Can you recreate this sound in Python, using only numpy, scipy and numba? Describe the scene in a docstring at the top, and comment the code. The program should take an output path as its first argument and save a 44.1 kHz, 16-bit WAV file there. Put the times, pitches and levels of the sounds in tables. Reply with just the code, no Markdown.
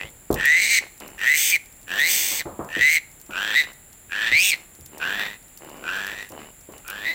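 """Piglet squealing on a roofing sheet

A piglet held down on a corrugated sheet outdoors cries out again and again, close by.
Each cry is a creak of glottal pulses ringing mouth, nose and snout resonances. Most cries tighten
into a ringing squeal, and some squeals break into a rasp as extra pulses and leaking air come in.
Faint grunts are rough pulses; kicks ring sheet modes and noise bands; handling ticks are noise bursts.
Quick reflections, faint echoes, quiet air and a steady high hiss surround them."""
import sys
import numpy as np
from scipy import signal
from scipy.fft import rfft, irfft
from scipy.io import wavfile
from scipy.ndimage import uniform_filter1d, minimum_filter1d
from numba import njit

SR = 44100
rng = np.random.default_rng(int(sys.argv[2]) if len(sys.argv) > 2 else 0)


def inscribe(sig):
    """Save sig as 16-bit PCM at rate SR to the path in sys.argv[1].

    A 1-D sig is mono; a 2-D sig holds one channel per row.
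    Samples are clipped to [-1, 1] before scaling.
    """
    pcm = np.round(np.clip(np.atleast_2d(sig).T, -1, 1) * 32767)
    wavfile.write(sys.argv[1], SR, pcm.astype(np.int16))


N = 314874
TIME = np.arange(N) / SR


def from_db(db):
    """Decibels to gain."""
    return 10 ** (np.asarray(db) / 20)


def rms_one(x):
    """Scale to unit power."""
    return x / np.sqrt(np.mean(x ** 2) + 1e-20)


def even(x, size=760):
    """Hold the power at one over a few pulses."""
    power = uniform_filter1d(uniform_filter1d(x * x, size), size)
    return x / np.sqrt(np.maximum(power, 0) + 1e-12)


def ramp(start, length):
    """From zero to one, starting at a given time."""
    return np.clip((TIME - start) / max(length, 1e-3), 0, 1)


def sounding(events, fade_s=0.0035):
    """One while any of the events lasts, with short fades."""
    gate = 0
    for start, length, *_ in events:
        inside_s = np.minimum(TIME - start, start + length - TIME)
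        gate = gate + np.clip(inside_s / fade_s + 1, 0, 1)
    return gate


def band(x, hz, kind, order=2):
    """Butterworth filter."""
    sos = signal.butter(order, np.clip(hz, 10, .45 * SR), kind, fs=SR, output="sos")
    return signal.sosfilt(sos, x + 1e-18)


@njit
def glide(x, hz, width):
    """Two-pole resonance whose centre and width move; gain 1 on top."""
    y = np.zeros(len(x))
    for i in range(2, len(x)):
        r = np.exp(-np.pi * width[i] / SR)
        drive = (1 - r * r) / 2 * (x[i] - x[i - 2])
        y[i] = drive + 2 * r * np.cos(2 * np.pi * hz[i] / SR) * y[i - 1] - r * r * y[i - 2]
    return y


def resonate(x, hz, width):
    """Resonance with steady or moving centre and width."""
    return glide(x + 1e-18, hz + np.zeros(N), np.maximum(width, 3) + np.zeros(N))


def resonate_twice(x, hz, width, skirt):
    """A resonance then a broader one, which softens the attack and darkens the valleys."""
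    return resonate(resonate(x, hz, width), hz, skirt)


def drift(rate_hz):
    """Smooth chance of spread about 1."""
    return rms_one(band(rng.standard_normal(N + SR), rate_hz, "low")[SR:])


def clicks(times, heights):
    """Single impulses."""
    out = np.zeros(N)
    np.add.at(out, np.clip((np.asarray(times) * SR).astype(int), 0, N - 1), heights)
    return out


def bursts(times, db, t60, edges_hz):
    """Noise in one band that starts at each hit and dies away."""
    decay = from_db(-60 / (t60 * SR))
    fall = signal.lfilter([1], [1, -decay], clicks(times, from_db(db)) + 1e-18)
    noise = band(fall * rng.standard_normal(N), edges_hz, "band", order=3)
    return noise * np.sqrt(SR / 2 / (edges_hz[1] - edges_hz[0]))


# Strain brightens and roughens together. Each row: relative treble in dB, rasp from 0 to 1.
STRAIN_RASP = [(-19, 0.01), (-8.5, .16), (-1, 0.6), (6, .85)]
# Air between slow pulses: share at cry start, share once settled.
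AIR_AT_START, AIR_SETTLED = 0.43, 0.78
SHIMMER_DB = 1.5  # slow pulses come in uneven strengths


def squeals():
    """Glottal pulses ring the mouth, nose, throat and snout; slack folds also leak air."""
    rate, first_hz, level_db, second_db, treble_db, hiss_db, chest_db, settled, tongue = voice()
    rasp = np.clip(np.interp(treble_db, *np.transpose(STRAIN_RASP)), 0, 1)
    pulses, puffs = larynx(rate, rasp)
    # slow folds never seal
    slack = np.interp(rate, [110, 145], [1, 0])
    air_share = AIR_AT_START + (AIR_SETTLED - AIR_AT_START) * settled
    leak = slack * air_share * from_db(3.2 * drift(9)) * rng.standard_normal(N)
    hoarse = pulses + leak
    width = ring_width(rate, rasp)
    first = first_resonance(hoarse, puffs, first_hz, width, slack)
    second, second_db = second_resonance(hoarse, rate, rasp, first_hz, width, tongue, second_db)
    broad = throat(puffs, rasp, second_db)
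    treble = from_db(treble_db) * snout(puffs + slack * hoarse / 4, first_hz, hiss_db)
    level = from_db(level_db + SHIMMER_DB * slack * drift(105)) * sounding(CRY_ROWS)
    mouth = level * (first + broad + from_db(second_db) * second + treble)
    return mouth + chest(hoarse, level, slack, chest_db)


# Fast, tight pulses change the ringing. Each row: pulses per s, base width of first resonance in Hz.
RING_WIDTHS = [(100, 105), (125, 140), (150, 65)]


def ring_width(rate, rasp, rasp_width_hz=650):
    """Resonance width set by pulse rate and broadened by rasp."""
    return np.interp(rate, *np.transpose(RING_WIDTHS)) + rasp_width_hz * rasp


# Nose resonance, fixed in pitch. Values: centre in Hz, width in Hz, level in dB re first resonance.
NOSE_RESONANCE = (2450, 520, -9)


def first_resonance(hoarse, puffs, first_hz, width, slack, skirt_hz=900, side_ratio=1.25,
                    side_db=(-19, -8, 3)):
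    """Main mouth resonance, a side one that fills in as ringing is damped, and the creak's nose."""
    first = even(resonate_twice(hoarse, first_hz, width, skirt_hz + width))
    side_hz = side_ratio * first_hz
    side = even(resonate_twice(hoarse + puffs, side_hz, width, skirt_hz + 2 * width))
    first = first + from_db(np.interp(width, [150, 420, 750], side_db)) * side
    # tight throat: deeper valley below the resonance
    loose = even(band(first, 700, "high", order=4))
    tight = even(band(first, 1530, "high", order=4))
    first = even(loose * slack + tight * (1 - slack))
    nose_hz, nose_width, nose_db = NOSE_RESONANCE
    nose = even(resonate_twice(hoarse, nose_hz, nose_width, 2 * nose_width))
    return first + slack * from_db(nose_db) * nose


# Second resonance follows the mouth. Each row: first resonance in Hz, second resonance in Hz.
MOUTH_OPENING = [(1350, 1646), (1600, 3130), (1750, 3330), (2000, 3870), (2300, 4240), (2700, 5800)]
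SECOND_WIDTH_HZ = 93  # on top of the first's width
SECOND_WAVER = .02    # share of centre


def second_resonance(hoarse, rate, rasp, first_hz, width, tongue, second_db,
                     rasp_hz=900, skirt_hz=1100, merged_db=(-12, -19)):
    """Climbs from the nose pitch to follow the mouth, wavering; returns signal and level in dB."""
    nose_hz = NOSE_RESONANCE[0]
    open_hz = np.interp(first_hz, *np.transpose(MOUTH_OPENING))
    waver = SECOND_WAVER * np.interp(rate, [230, 280], [1, .2]) * drift(22)
    hz = (nose_hz + tongue * (open_hz - nose_hz)) * (1 + waver)
    second = resonate_twice(hoarse, hz, width + SECOND_WIDTH_HZ + rasp_hz * rasp, skirt_hz + rasp_hz * rasp)
    # lying low, it merges with the first and stays strong
    second_db = np.maximum(second_db, np.interp(hz, [2700, 3300], merged_db))
    return even(band(second, 1740, "high")), second_db


# Broad throat band. 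Values: centre in Hz, width in Hz, level in dB re second resonance at full rasp.
THROAT_BAND = (3480, 630, 0)


def throat(puffs, rasp, second_db):
    """A rasp's air puffs stir a broad band."""
    hz, width, db = THROAT_BAND
    return rasp * from_db(second_db + db) * even(resonate_twice(puffs, hz, width, width))


# Upper resonances of throat and snout, in two pairs. Each row: base centre in Hz, width in Hz,
# level in dB relative within its pair.
SNOUT_RESONANCES = [(6300, 650, 0), (8100, 900, -1), (11800, 1800, -12), (14900, 1700, -5)]
SNOUT_FOLLOWS, SNOUT_AT_HZ = 0.2, 2340  # exponent of the lower pair's shift; mouth Hz of no shift


def snout(source, first_hz, hiss_db, top_db=-6):
    """Four upper resonances; the lower pair moves a little with the mouth, the upper is hiss."""
    shift = (first_hz / SNOUT_AT_HZ) ** SNOUT_FOLLOWS
    rings = []
    for k, (hz, width, db) in enumerate(SNOUT_RESONANCES):
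        centre = hz * shift if k < 2 else hz
        sign = (-1) ** k
        rings.append(sign * from_db(db) * rms_one(resonate_twice(source, centre, width, 2 * width)))
    lower = even(band(rings[0] + rings[1], 5800, "high"))
    return lower + from_db(hiss_db + top_db) * even(rings[2] + rings[3])


def chest(hoarse, level, slack, chest_db, rel_db=-17, top_db=-46, slack_db=5, low_hz=150):
    """Weak low harmonics that stop growing once the cry is loud."""
    gain = from_db(top_db + slack_db * slack) * np.tanh(level * from_db(rel_db - top_db))
    return gain * from_db(chest_db) * even(band(hoarse, [low_hz, 1000], "band"))


def larynx(rate, rasp, puff_s=0.0015, snap=0.027, breathiness=0.38, wander=.01, jitter=.03):
    """Folds snap shut with a puff of air each cycle; strain adds a second snap between and leaks air."""
    # slow pulses are uneven, the fastest lock into a clear tone
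    loose = np.interp(rate, [110, 200, 290], [1.3, .8, .1])
    unsteady = (wander + .1 * rasp) * drift(60) + (jitter + .2 * rasp) * drift(300)
    phase = np.cumsum(rate * (1 + loose * unsteady)) / SR
    snaps = np.diff(np.floor(phase), prepend=0)
    between = np.diff(np.floor(phase + .5), prepend=0)
    snaps = snaps + np.clip(2 * rasp - .7, 0, 1) * between
    snaps = snaps * from_db(2.5 * loose * rng.standard_normal(N))
    burst = signal.lfilter([1], [1, -np.exp(-1 / (puff_s * SR))], snaps + 1e-18)
    puffs = even(burst * rng.standard_normal(N))
    air = rng.standard_normal(N)
    pulses = even(snaps) + np.sqrt(rasp) * puffs + rasp * air
    breath = puffs + snap * even(snaps) + (breathiness + .5 * rasp) * air
    return pulses, breath


# Throat tightens: creak to squeal. Each row: start in seconds, length in seconds, release in seconds,
# gain in dB, second resonance gain in dB, top pulses per s, top mouth resonance in Hz, opening in seconds.
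SQUEAL_ROWS = [(.437, 0.37, 0.027, 9.5, -8.5, 222, 2190, .19), (1.252, .33, .035, 9, -5.5, 185, 2360, .19),
               (1.978, .445, .028, 8.5, -5, 189.5, 2245, .115),
               (2.795, .21, 0.043, 15, -8.5, 165, 2174, .14), (3.539, .11, .045, 13, -4, 163, 2005, .04),
               (4.31, 0.23, .045, 18.5, -4.5, 195, 2650, .12),
               (7.039, 0.099, 0.033, 11.5, -5, 330, 2010, 0.047)]
TIGHTEN_S, SQUEAL_PULSES_PER_S = .024, 140  # onset time; pulse rate before the jaw opens
SQUEAL_TREBLE_DB = -4  # purer than the creak
# Squeal breaks into rasp. Each row: start in seconds, length in seconds, rise in seconds, level loss in dB,
# sag in dB per s, second resonance gain in dB, treble gain in dB.
RASP_ROWS = [(0.554, .25, 0.078, 7.5, -18, 15.5, 14), (1.336, 0.2, 0.042, 11, 0, 13, 20.5),
             (2.042, .372, .07, 6.5, 28.5, 7.5, 21), (2.862, .115, .08, 7, -21, 1, 12),
             (4.359, .172, .085, 11, -5, 5.5, 21)]
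RASP_ENDS_S = .028
# Effort swells or sinks briefly. Each row: middle in seconds, half width in seconds, gain in dB.
PUSH_ROWS = [(.685, 0.033, -5), (.76, 0.089, 6), (1.995, 0.012, 3.5), (3.596, 0.016, 7), (4.232, 0.04, 6),
             (4.278, 0.021, 6.5), (4.53, .018, 6), (5.17, 0.028, -0.5), (5.211, 0.034, 3),
             (6.151, .03, -4.5), (6.206, 0.024, 1)]
PUSH_BRIGHTENS = 0.18  # share of a push added to the second resonance


def voice():
    """Voice controls as creaks tighten to squeals and break into rasps."""
    rate, mouth_hz, level_db, second_db, treble_db, *unchanged = creaks()
    for start, length, release, gain_db, second_gain_db, top_rate, top_hz, opening in SQUEAL_ROWS:
        held = 1 - ramp(start + length - release, release)
        tight, jaw = ramp(start, TIGHTEN_S) * held, ramp(start, opening)
        squeal_rate = SQUEAL_PULSES_PER_S + (top_rate - SQUEAL_PULSES_PER_S) * jaw ** 2
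        rate = rate + tight * (squeal_rate - rate)
        mouth_hz = mouth_hz + jaw * held * (top_hz - mouth_hz)
        level_db = level_db + tight * gain_db
        second_db = second_db + tight * second_gain_db
        treble_db = treble_db + tight * SQUEAL_TREBLE_DB
    for start, length, rise, loss_db, sag, harsh_db, bright_db in RASP_ROWS:
        broken = ramp(start, rise) * (1 - ramp(start + length - RASP_ENDS_S, RASP_ENDS_S))
        level_db = level_db - broken * (loss_db + sag * (TIME - start))
        second_db = second_db + broken * harsh_db
        treble_db = treble_db + broken * bright_db
    for middle, half_width, gain_db in PUSH_ROWS:
        push_db = gain_db * (ramp(middle - half_width, half_width) - ramp(middle, half_width))
        level_db = level_db + push_db
        second_db = second_db + PUSH_BRIGHTENS * push_db
    return rate, mouth_hz, level_db, second_db, treble_db, *unchanged


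# Cries as creaks. Each row: start in seconds, length in seconds, attack in seconds, release in seconds,
# creak level in dB, sag in dB per s, pulses per s once up to speed, mouth resonance at first in Hz, at last
# in Hz, then base trims in dB of second resonance, treble, hiss and chest.
CRY_ROWS = [(0, 0.092, 0.001, 0.098, -31.5, 38.5, 125, 1970, 2290, -1, -21, 6, 8),
            (.355, 0.44, .05, 0.0046, -24, 0.5, 105, 1805, 1810, -14, -16, -3.5, -2),
            (1.182, 0.39, 0.048, 0.0092, -23.5, 1.5, 125, 1830, 1820, -13.5, -13.5, 3, -3),
            (1.872, .553, 0.055, .018, -26.5, -0.5, 108, 1700, 1830, -5, -13, 4.5, 3),
            (2.69, 0.3, 0.061, .012, -28, -1.5, 105, 1787, 2015, -8, -16, 1.5, -6),
            (3.307, 0.35, .065, 0.061, -26.5, 2.5, 108, 1400, 2020, -4, -17, 3, 0.5),
            (4.098, 0.46, 0.033, 0.017, -27.5, 0, 115, 1643, 2121, -8, -20, 1, -3),
            (4.999, 0.37, 0.021, 0.11, -25, 21, 103, 1506, 2080, -7, -22, 8.5, 3),
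            (5.83, 0.4615, 0.063, 0.073, -24.5, 30, 100, 1440, 2020, -9.5, -19.5, 3, 0.5),
            (6.845, 0.3, 0.053, 0.0099, -36, -4, 106, 1347, 2100, -6.5, -22.5, 11, 2.5)]
ATTACK_DB, RELEASE_DB = 16.5, 16    # how far below its level a cry starts and ends
SLOW_START, SPEED_UP_S = .38, .055  # share by which pulses start slower; catch-up time
AIR_SETTLES_S = 0.062
BREATHY_FADE = .3                   # share of a cry's fading that the treble escapes
TREBLE_LATE_DB, CHEST_LATE_DB = 6, 4  # treble and chest come in late
SHUT_HZ = 126                       # mouth resonance drop at the end
TONGUE_WAITS_S, TONGUE_LIFTS_S = .03, .1  # when the second resonance leaves the nose pitch


def creaks():
    """Cries swell and die; pulses speed up, air settles, the mouth resonance glides, then drops."""
    controls = np.zeros((9, N))
    for (start, length, attack, release, db, sag, rate, first_hz, last_hz,
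         second_db, treble_db, hiss_db, chest_db) in CRY_ROWS:
        age = np.maximum(TIME - start, 0)
        ending = ramp(start + length - release, release)
        settled = 1 - np.exp(-age / AIR_SETTLES_S)
        tongue = ramp(start + TONGUE_WAITS_S, TONGUE_LIFTS_S)
        fade_db = ATTACK_DB * (1 - ramp(start, attack)) + sag * age + RELEASE_DB * ending
        cry = [rate * (1 - SLOW_START * np.exp(-age / SPEED_UP_S)),
               first_hz + (last_hz - first_hz) * ramp(start, length) - SHUT_HZ * ending,
               db - fade_db,
               np.full(N, second_db),
               treble_db + BREATHY_FADE * fade_db - TREBLE_LATE_DB * (1 - tongue),
               np.full(N, hiss_db),
               chest_db - CHEST_LATE_DB * (1 - settled),
               settled, tongue]
        begun = np.searchsorted(TIME, start - .02)
        controls[:, begun:] = [c[begun:] for c in cry]
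    return controls


# Soft grunts. Each row: start in seconds, length in seconds, chest in dB, nasal in dB, fade in dB per s.
GRUNT_ROWS = [(0.802, 0.068, -39, -39, 190), (0.996, 0.21, -38.5, -42, 95), (3.658, 0.061, -44, -41, 158),
              (4.548, 0.112, -48.5, -49, 126), (4.913, 0.093, -45, -53, -2), (5.599, 0.27, -45, -52.5, -3),
              (6.301, 0.077, -43.5, -54, -15), (6.372, 0.139, -40, -42.5, 99),
              (6.717, 0.098, -44, -48, 138)]
GRUNT_ATTACK_S = 0.022


def grunts(rate_hz=72):
    """Slack, rough pulses through chest and nose."""
    pulses, puffs = larynx(rate_hz + np.zeros(N), .45)
    rough = pulses + puffs
    low = resonate(rough, 193.0, 323.9) - .5 * resonate(rough, 900, 640)
    low = even(band(low, [200, 1500], "band"))
    high = resonate(puffs, 1900, 1650) - 2 * resonate(puffs, 2990, 170)
    high = even(band(high, [1000, 4800], "band"))
    out = 0
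    for start, length, low_db, nose_db, fade in GRUNT_ROWS:
        fading = from_db(-fade * length * ramp(start, length))
        shape = sounding([(start, length)]) * ramp(start, GRUNT_ATTACK_S) * fading
        out = out + shape * (from_db(low_db) * low + from_db(nose_db) * high)
    return out


# Blows on the sheet. Each row: time in seconds, blow level in dB, then knock, bass and rattle trims in dB.
KICK_ROWS = [(0.031, -30, -5, -2.5, -14), (0.304, -7, 5, -11, -17), (2.314, -32, -1, -12, -2),
             (2.455, -16, -7, -14.5, -12.5), (2.592, -16.5, -1.5, -22, -7.5), (2.767, -20.5, 0, -7.5, -27),
             (3.293, -28, -3, -26, -6.5), (4.317, -27, -1.5, 2, -6), (4.789, -41, -1, 7, -29),
             (6.126, -34, -2, -9, -5.5), (6.304, -28, -6, -12, -21), (6.689, -25.5, -2, -18, -19)]
# Modes of the damped sheet. Each row: frequency in Hz, relative level in dB, t60 in seconds.
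SHEET_MODES = [(145, -26, 0.24), (304, -2, 0.031), (405, -19.5, 0.086)]
KICK_SPREAD_DB = 1.5  # chance per mode and blow


def kicks(soft_hz=680, rumble_db=-15.5, rumble_t60=0.31, rattle_db=-9.0, rattle_t60=0.47,
          bass_db=-10.5, bass_t60=0.39):
    """A soft blow rings the sheet's modes; the sheet rumbles, rattles on its support and sways."""
    s, blow_db, knock_db, sway_db, loose_db = np.transpose(KICK_ROWS)
    modes = 0
    for hz, db, t60 in SHEET_MODES:
        width = np.log(1000) / (np.pi * t60)
        spread_db = rng.normal(0, KICK_SPREAD_DB, len(s))
        touch = clicks(s, from_db(blow_db + knock_db + db + spread_db))
        modes = modes + resonate(touch, hz, width) * SR / (2 * np.pi * width)
    rumble = bursts(s, blow_db + rumble_db, rumble_t60, [170, 600])
    rattle = bursts(s, blow_db + loose_db + rattle_db, rattle_t60, [500, 1250])
    bass = bursts(s, blow_db + sway_db + bass_db, bass_t60, [35, 140])
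    return band(modes, soft_hz, "low") + rumble + rattle + bass


# Handling ticks. Each row: time in seconds, snap level in dB.
TICK_ROWS = [(0.3113, -22), (0.3274, -16.5), (0.3422, -11), (0.4548, -12.5), (1.0015, -24.5),
             (1.0783, -26.5), (1.7644, -39), (4.8612, -27.5), (4.9801, -23.5), (5.5743, -26),
             (6.0666, -21.5), (6.3185, -31), (6.78, -28.5), (6.8794, -18.5), (6.9009, -18)]
SMALL_TICKS_PER_S, SMALL_TICK_MIN_DB, SMALL_TICK_RANGE_DB = 9, -38, 7  # fainter, at random


def ticks(t60=0.026, scrape_db=-11, snap_t60=0.00066):
    """Tiny sharp snaps and bright scrapes of strap and hoof."""
    chance = rng.random((int(SMALL_TICKS_PER_S * N / SR), 2))
    small = [(when * N / SR, SMALL_TICK_MIN_DB + SMALL_TICK_RANGE_DB * size) for when, size in chance]
    s, snap_db = np.transpose(list(TICK_ROWS) + small)
    scrapes = bursts(s, snap_db + scrape_db, t60, [3800, 16000])
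    return scrapes + bursts(s, snap_db, snap_t60, [12000, 16000])


def yard(x, near_db=-17, near_t60=0.075, far_db=-26, far_t60=0.32, dull_hz=4500):
    """Quick reflections off the sheet, then faint dull echoes from walls and trees."""
    t = TIME[:SR // 2]
    scatter = rng.standard_normal((2, len(t))) * (rng.random((2, len(t))) < .05)
    near = scatter[0] * from_db(-60 * t / near_t60) * (t > .002)
    far = scatter[1] * from_db(-60 * t / far_t60) * (t > .015)
    far = band(far, dull_hz, "low", order=1)
    response = from_db(near_db) * near / np.linalg.norm(near)
    response = response + from_db(far_db) * far / np.linalg.norm(far)
    return signal.fftconvolve(x, response)[:N]


# Spectrum of the outdoor air before the low-pass. Each row: frequency in Hz, relative density in dB.
AIR_SPECTRUM = [(15, -57), (25, 5.5), (127, -1.5), (476, -9.5), (840, -11), (988, -15.5), (2050, -12.5),
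                (2990, -17.5), (4030, -20), (6560, -29.5), (7310, 6.5), (8360, -11.5), (14800, -6),
                (16000, -19)]
AIR_RMS_DB = -50.5
# Narrow bands of steady hiss. Each row: centre in Hz, width in Hz, rms in dB.
HISS_BANDS = [(7070, 530, -59.5), (10420, 1400, -58), (14700, 1500, -57)]


def background(top_hz=6000):
    """Quiet outdoor air, noise shaped by spectrum, with narrow bands of high hiss."""
    hz, db = np.transpose(AIR_SPECTRUM)
    bins_hz = np.maximum(np.arange(N // 2 + 1) * SR / N, 1)
    shape = from_db(np.interp(np.log(bins_hz), np.log(hz), db))
    air = irfft(rfft(rng.standard_normal(N)) * shape, N)
    out = from_db(AIR_RMS_DB) * rms_one(band(air, top_hz, "low"))
    for hz, width, db in HISS_BANDS:
        out = out + from_db(db) * rms_one(resonate_twice(rng.standard_normal(N), hz, width, width))
    return out


def scene():
    """The piglet and the sheet, close by in an open yard."""
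    close = squeals() + grunts() + kicks() + ticks()
    return (close + yard(close) + background())[None]


def record(dry, ceiling=0.42, cutoff_hz=16000):
    """A fast limiter holds the peaks; the top is cut."""
    gain = np.minimum(1, ceiling / (np.abs(dry) + 1e-9))
    gain = uniform_filter1d(minimum_filter1d(gain, size=130), size=130)
    return signal.sosfilt(signal.ellip(10, .1, 80, cutoff_hz, fs=SR, output="sos"), dry * gain)


dry = scene()
out = record(dry)
inscribe(out)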